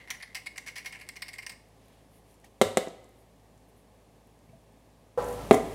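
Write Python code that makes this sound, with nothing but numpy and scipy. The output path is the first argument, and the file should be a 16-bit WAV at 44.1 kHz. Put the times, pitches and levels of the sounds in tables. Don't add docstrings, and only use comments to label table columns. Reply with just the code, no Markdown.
import sys
import numpy as np
from scipy import signal
from scipy.io import wavfile

SR = 44100
rng = np.random.default_rng(int(sys.argv[2]) if len(sys.argv) > 2 else 0)


def unload_wav(signal):
    wavfile.write(
        sys.argv[1],
        SR,
        np.round(np.clip(np.atleast_2d(signal).T, -1, 1) * 32767).astype(np.int16),
    )


def elevation(decibels):
    levels = np.asarray(decibels, float)
    return 10 ** (levels / 20)


N = 253134
LEVEL_JUMP_S = 5.1748


def at_hz(points, hz):
    table = np.array(points)
    return np.interp(np.log(hz), np.log(table[:, 0]), table[:, 1])


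def bands(length, shape):
    warm_up = 8000
    edges = 22 * 2 ** (np.arange(30) / 3)
    white = rng.standard_normal((2, length + warm_up))
    total = 0
    for k, (low, high) in enumerate(zip(edges, edges[1:])):
        band_filter = signal.butter(2, [low, high], "band", fs=SR, output="sos")
        band = signal.sosfilt(band_filter, white[k % 2])[warm_up:]
        total = total + shape(np.sqrt(low * high)) * band
    return total


def resonate(x, peaks):
    out = 0
    for k, (hz, width_hz, level_db) in enumerate(peaks):
        r = np.exp(-np.pi * width_hz / SR)
        top = elevation(level_db) * (-1) ** k * (1 - r * r) / 2
        out = out + signal.lfilter([top, 0, -top], [1, -2 * r * np.cos(2 * np.pi * hz / SR), r * r], x + 1e-18)
    return out


def ring(x, hz, t60):
    r, w = elevation(-60 / (t60 * SR)), 2 * np.pi * hz / SR
    return signal.lfilter([0, np.sin(w)], [1, -2 * r * np.cos(w), r * r], x + 1e-18)


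def add(track, s, piece):
    at = round(s * SR)
    track[at:at + len(piece)] += piece[:N - at]


def burst(rise_ms, t60_ms):
    ms = np.arange(SR // 4) * 1000 / SR
    fall = elevation(-60 * np.maximum(ms - rise_ms, 0) / t60_ms)
    return np.minimum(ms / rise_ms, 1) * fall


def grains(per_s, spread_db):
    hit = rng.random(N) < per_s / SR
    size = elevation(spread_db * np.minimum(rng.exponential(1, N), 4))
    x = hit * size * rng.choice([-1, 1], N)
    return x / x.std()


# (frequency [Hz], level [dB])
AIR_COLOUR = [(40, -49.5), (60, -6.5), (270, -3), (700, -8.5), (1400, -19.5), (5000, -28.5), (11000, -30),
              (15500, -39.5)]
# (frequency [Hz], level [dB rms])
FRIDGE_HUM = [(53.8, -64), (107.7, -67.5), (161.4, -73.5)]


def room_tone():
    air_db, jump_db, notch_hz = -59, 17.5, 1383
    t = np.arange(N) / SR
    air = bands(N, lambda hz: elevation(at_hz(AIR_COLOUR, hz)))
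    air = 0.4 * air + 0.64 * signal.lfilter(*signal.iirnotch(notch_hz, 5.0, fs=SR), air)
    hum = 0
    for hz, level_db in FRIDGE_HUM:
        hum = hum + np.sqrt(2) * elevation(level_db) * np.sin(2 * np.pi * hz * t + 6 * rng.random())
    jump = np.clip((t - LEVEL_JUMP_S) / 0.0011, 0, 1)
    return (elevation(air_db) * air / air.std() + hum) * elevation(jump_db * jump)


# (frequency [Hz], time to fall 60 dB [s])
ECHO_TIMES = [(100, 0.37), (260, 0.26), (700, 0.29), (1800, 0.28), (4800, 0.34), (9000, 0.37),
              (12500, 0.32), (16000, 0.26)]


def kitchen(x):
    late_t60_s, late_db = 0.95, -13
    t = np.arange(SR) / SR
    late = elevation(late_db - 60 * t / late_t60_s)

    def fade(hz):
        return elevation(-60 * t / at_hz(ECHO_TIMES, hz)) + late / (1 + (hz / 6000) ** 2) * (hz > 200)

    echo = bands(len(t), fade) * np.clip(t / 0.0015, 0, 1)
    return signal.fftconvolve(x, echo / np.sqrt(np.sum(echo ** 2)))[:N]


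# (time [s], level [dB], frequency [Hz], time to fall 60 dB [s])
FAR_BUMPS = [(2.195, -43, 750, 0.025), (2.441, -42.5, 1880, 0.025), (2.443, -44, 2250, 0.022),
             (2.441, -44, 780, 0.042), (2.645, -37, 100.6, 0.6), (4.493, -42, 130, 0.056),
             (4.49, -53, 2250, 0.023), (4.495, -53, 2610, 0.02), (4.53, -61, 2400, 0.026),
             (4.53, -47.5, 660, 0.15), (4.53, -48.5, 136, 0.16), (4.548, -44, 200, 0.042)]


def bumps():
    out = np.zeros(N)
    for s, level_db, hz, t60 in FAR_BUMPS:
        tone = ring(signal.unit_impulse(SR // 4), hz, t60)
        add(out, s, elevation(level_db) * tone * burst(4.6, 900))
    return out


# (time [s], length [s], high swish level [dB], mid rustle level [dB])
SLEEVE_MOVES = [
    (1.62, 0.57, -69, -64),
    (2.08, 0.16, -57, -66),
    (2.23, 0.16, -58, -65.5),
    (2.421, 0.071, -66, -57),
    (3.14, 0.13, -60.5, -74),
    (3.67, .045, -59, -87),
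    (3.727, .12, -61, -85),
    (5.16, 0.1, -62, -46.5),
    (5.21, 0.19, -42.5, -62),
    (5.3, .24, -53, -50),
]


def sleeve():
    rub, high, mid = grains(12000, 0.48), np.zeros(N), np.zeros(N)
    swish = resonate(rub, [(8500, 1300, -2), (11000, 3500, 0)])
    rustle = resonate(rub[::-1], [(2100, 2500, 0)])
    for s, length_s, swish_db, rustle_db in SLEEVE_MOVES:
        swell = np.hanning(round(length_s * SR))
        add(high, s, elevation(swish_db - 12.0) * swell)
        add(mid, s, elevation(rustle_db - 6) * swell)
    return swish / swish.std() * high + rustle / rustle.std() * mid


# (frequency [Hz], width [Hz], level [dB])
DISH_MODES = [(392, 26, -3.5), (572, 35, -1.5), (711, 22, -7), (780, 7.8, -2), (850, 27, -4.5),
              (990, 10.5, -1), (1103, 15, -9), (1195, 18, -10), (1334, 33, -10.5), (1548, 46, -17),
              (1820, 110, -22)]
# (time [s], upper tones level [dB], main ring level [dB])
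DISH_RUB = [
    (5.179, -30, -17.5),
    (5.22, -34, -36.5),
    (5.298, -37.5, -27),
    (5.36, -47, -35.5),
    (5.4, -42.5, -33.5),
    (5.452, -48, -72),
    (5.476, -49.5, -54),
    (5.495, -66, -57),
]


def dish():
    main_hz = 488
    s, upper_db, ring_db = np.transpose(DISH_RUB)
    t, rub = np.arange(N) / SR, rng.standard_normal(N)
    upper = resonate(rub, DISH_MODES)
    upper = upper / upper.std() * elevation(np.interp(t, s, upper_db + 1, right=-90))
    main = np.sqrt(2) * np.sin(2 * np.pi * main_hz * t) * elevation(np.interp(t, s, ring_db - 5.0, right=-90))
    click, tone = signal.unit_impulse(SR // 4), 0
    for hz, level_db in [(491.0, -21.5), (610, -42), (420, -59)]:
        tone = tone + elevation(level_db) * ring(click, hz, 0.087)
    thud = np.zeros(N)
    add(thud, 5.1760, tone * burst(3.5, 420))
    return thud + (upper + main) * np.clip((t - LEVEL_JUMP_S) / 0.0018, 0, 1)


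# (time [s], level [dB])
SETTLING_TICKS = [(2.308, -53), (2.3394, -55), (2.443, -42.5), (3.575, -58), (5.2245, -43), (5.2417, -34.5),
                  (5.283, -34), (5.325, -37), (5.51, -30), (5.5266, -24.5), (5.5356, -29), (5.542, -23),
                  (5.545, -29.5)]


def settling():
    envelope = np.zeros(N)
    for s, level_db in SETTLING_TICKS:
        add(envelope, s, elevation(level_db) * burst(rise_ms=2.1, t60_ms=27))
    return resonate(envelope * grains(9000, 4.0), [(6780, 2400, -2.5), (10500, 1800, -2.5), (13500, 3900, -10.5)])


# (time [s], level [dB], centre frequency [Hz])
LUMP_TICKS = [(.5722, -29, 8000), (0.5818, -19, 7600), (.7835, -22, 8200), (0.925, -30, 8500),
              (1.001, -36, 8000), (1.0895, -20.5, 8500), (1.164, -26, 6000), (1.4650, -25, 6400),
              (1.4957, -38, 7000), (1.5025, -48, 7000), (1.522, -31, 7500), (1.687, -49, 10500),
              (1.858, -46, 10000), (1.884, -44, 10500), (1.931, -50, 11000), (2.401, -45.5, 9800),
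              (2.414, -48, 8500), (2.884, -28.5, 6500), (3.044, -38, 7500), (3.093, -45, 11500),
              (4.2725, -46, 11000), (4.391, -49, 9000), (4.724, -50, 8500)]


def ticks():
    out = np.zeros(N)
    for s, level_db, hz in LUMP_TICKS:
        add(out, s, elevation(level_db + 10.0) * resonate(signal.unit_impulse(400), [(hz, 0.21 * hz, 0)]))
    return out


# (time [s], level [dB])
TRICKLE_LEVEL = [
    (0.0, -56.5),
    (0.468, -62.5),
    (0.834, -59.5),
    (1.15, -63),
    (1.36, -57),
    (1.52, -71),
    (1.62, -80),
]


def trickle():
    s, level_db = np.transpose(TRICKLE_LEVEL)
    sing = resonate(grains(900, 4.5), [(2024, 130, 8), (2240, 40, 1), (3200, 1000, -13), (4700, 1200, -27)])
    return sing / sing.std() * elevation(np.interp(np.arange(N) / SR, s, level_db - 0.5, right=-120))


# (time [s], level [dB], contact cut-off [Hz], crack level [dB])
FIRST_KNOCKS = [
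    (2.6144, -3, 2940, -2.5),
    (2.6196, -6.5, 1970, -17.5),
    (2.7718, -7.5, 3000, -2.5),
    (2.7772, -11, 1970, -20),
    (2.8730, -20, 350, -45),
    (2.8790, -26, 350, -45),
]
SET_DOWN = [
    (5.5103, 6.5, 1690, -21.5),
    (5.5152, -1, 1550, -42),
    (5.5362, -13, 1800, -40),
    (5.5430, -4, 900, -45),
]
# (frequency [Hz], level [dB], time to fall 60 dB [s])
COUNTER_MODES = [(94.44, 0, .08), (239, -9.5, 0.022), (395, -4, 0.0083), (508, 6.5, 0.022),
                 (654, 1.5, 0.047), (770, -7.5, 0.032), (1020, -7, 0.02), (1246, 0, 0.0072),
                 (1660, -11, 0.0099), (2030, 0, 0.012), (2290, -9, 0.0048), (2940, -3.5, 0.0051),
                 (3660, -5, 0.0087), (7260, -1.5, 0.011)]
# (frequency [Hz], level [dB], time to fall 60 dB [s])
COUNTER_EDGE_MODES = [(120, -12, 0.063), (247, -36, 0.076), (433, 7, 0.013), (507, -17, 0.066),
                      (670, -3.5, 0.056), (744, -8.5, 0.045), (1020, -4, 0.0081), (1230, -16, 0.016),
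                      (1720, -11.5, 0.0097), (1976, -5, 0.018), (2124, -11, 0.023), (2440, -20, 0.013),
                      (3180, -11, 0.012), (4030, -38, 0.0036)]


def knocking(contacts, modes):
    near, far = np.zeros(N), np.zeros(N)
    edge = [(3448, 790, 0), (7650, 2150, -0.5), (12400, 5200, -11.5)]
    for s, level_db, cut_hz, crack_db in contacts:
        click = signal.unit_impulse(SR // 4)
        push = signal.lfilter(*signal.butter(1, cut_hz, fs=SR), click)
        push = signal.sosfilt(signal.butter(3, 185, "high", fs=SR, output="sos"), push)
        chance, body = rng.normal(0, 1.2, len(modes)), 0
        for (hz, mode_db, t60), chance_db in zip(modes, chance):
            body = body + elevation(mode_db + chance_db - 8) * ring(-push, hz, t60)
        crack = rng.standard_normal(SR // 4) * (burst(0.22, 3.8) + 0.3 * burst(1.5, 40))
        add(near, s, elevation(level_db) * (body + elevation(crack_db) * resonate(crack, edge)))
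        add(far, s, elevation(level_db) * (body + elevation(crack_db + 16.5) * resonate(click, edge)))
    return near, far


# (time [s], spice level [dB], brightness [dB], rise [ms], fall by 60 dB [ms])
SPICE_THROWS = [(0.104, -22.5, 1, 2.1, 61), (.2255, -25.5, -8.5, 3.1, 57), (0.3473, -20, -0.5, 4, 55),
                (0.4601, -21.5, -5, 8.4, 41), (0.5586, -32.5, -9.5, 2.9, 96), (0.5787, -22, -6.5, 2, 34),
                (0.6632, -29.5, -4.5, 3.3, 86), (0.757, -26.5, -5, 3.6, 120), (0.847, -29.5, -10, 2.6, 74),
                (0.8588, -24.5, -4, 1.9, 106), (.9248, -30, -7, 2.4, 120), (1.0105, -30, -9.5, 4.3, 83),
                (1.0893, -24.5, -3, 2.2, 28), (1.165, -30.5, -3, 4.3, 17), (1.2207, -22, -4, 2.9, 48),
                (1.2827, -25.5, -7.5, 3.1, 49), (1.3321, -30, -4.5, 3.4, 80), (1.3837, -26, -7.5, 2.2, 71),
                (1.4235, -31.5, -5.5, 4.5, 78), (1.4646, -23.5, -2.5, 1.5, 49), (1.495, -28.5, -1, 2.2, 61)]
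# (time [s], spice level [dB], brightness [dB])
SPICE_SLIDES = [(.0034, -39, -19), (.075, -35.5, -12.5), (.0965, -31.5, -24.5), (.1394, -35, -7.5),
                (.202, -34, -11.5), (.361, -28.5, -5.5), (.6752, -27.5, -6.5), (.7744, -30.5, -5),
                (.949, -32.5, -11), (.9905, -40, -10), (1.067, -46.5, -4), (1.1576, -34.5, -8),
                (1.2606, -39.5, -14), (1.518, -38, -9)]
# (time [s], share turned [0-1], grip lowering the wall tone [dB])
HOLD = [
    (0, 0.25, 2.5),
    (.25, 0.25, 3.5),
    (.33, 0.59, 0),
    (.8, 0.39, 0.9),
    (1.6, 0.68, 1.4),
]
# (frequency [Hz], width [Hz], level [dB])
SIDE_WALL = [(750, 77, -17.5), (1024, 65, -14), (1804, 260, -9), (1955, 140, -3.5)]
# (frequency [Hz], width [Hz], level [dB])
MAIN_WALL = [(2126, 150, 4), (2182, 136, 5.5), (2375, 227, -6.5), (2830, 260, -9)]
# (frequency [Hz], width [Hz], level [dB])
CAP_END = [(3320, 1750, 0.5), (5200, 2040, -2.5), (5750, 330, 4), (9750, 1220, -0.5), (12100, 4100, -14.5),
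           (13800, 1200, -26)]
# (frequency [Hz], width [Hz], level [dB])
CAP_END_TURNED = [(3200, 140, -6), (4970, 900, 5.5), (5410, 560, 5), (7920, 950, -1.5), (9060, 800, 0),
                  (11500, 3700, -21), (14300, 3000, -14)]


def shaking():
    wall, rain, caps = np.zeros(N), grains(5000, 1.66), CAP_END + CAP_END_TURNED
    strokes = []
    for throw in SPICE_THROWS:
        strokes.append((*throw, -2 - 1.5 * throw[3]))
    for slide in SPICE_SLIDES:
        strokes.append((*slide, 7.7, 93, -2))
    cap = np.zeros((len(caps), N))
    spots = elevation(2.5 * rng.standard_normal((len(strokes), len(cap))))
    for (s, level_db, bright_db, rise_ms, t60_ms, lump_db), spot in zip(strokes, spots):
        hits = burst(rise_ms, t60_ms) * rain[round(s * SR):][:SR // 4]
        hits[0] += elevation(lump_db + 24.0)
        add(wall, s, elevation(level_db) * hits)
        for track, strength in zip(cap, spot):
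            add(track, s, strength * elevation(level_db + bright_db) * hits)
    t = np.arange(N) / SR
    s, share, grip_db = np.transpose(HOLD)
    turned = np.clip(np.interp(t, s, share), 0, 1)
    grip = elevation(np.interp(t, s, grip_db))
    facing = [1 - turned] * len(CAP_END) + [turned] * len(CAP_END_TURNED)
    bright = 0
    for k, peak in enumerate(caps):
        bright = bright + (-1) ** k * resonate(cap[k] * facing[k], [peak])
    body = resonate(wall * grip, SIDE_WALL) + resonate(wall / grip, MAIN_WALL)
    return elevation(7.5) * body + elevation(-1.5) * bright


def scene():
    shake = shaking() + trickle() + ticks()
    fine = settling()
    first, first_far = knocking(FIRST_KNOCKS, COUNTER_MODES)
    last, last_far = knocking(SET_DOWN, COUNTER_EDGE_MODES)
    wet = kitchen(elevation(-10.5) * shake + elevation(-9.5) * first_far + elevation(-9.5) * last_far + elevation(-7) * fine)
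    near = shake + fine + first + last
    return (near + wet + sleeve() + bumps() + dish() + room_tone())[None]


def top_cut(x):
    return signal.sosfilt(signal.butter(12, 16690, fs=SR, output="sos"), x)


def record(dry):
    counter_dip_hz, mic_low_hz, mic_high_hz = 334.2, 46, 16350
    x = 0.25 * dry + 0.71 * signal.lfilter(*signal.iirnotch(counter_dip_hz, 6.0, fs=SR), dry)
    x = 1.12 * np.tanh(x / 1.217)
    x = signal.sosfilt(signal.butter(4, mic_low_hz, "high", fs=SR, output="sos"), x)
    x = signal.sosfilt(signal.cheby2(18, 60, mic_high_hz, fs=SR, output="sos"), x)
    return top_cut(x)


dry = scene()
out = record(dry)
unload_wav(out)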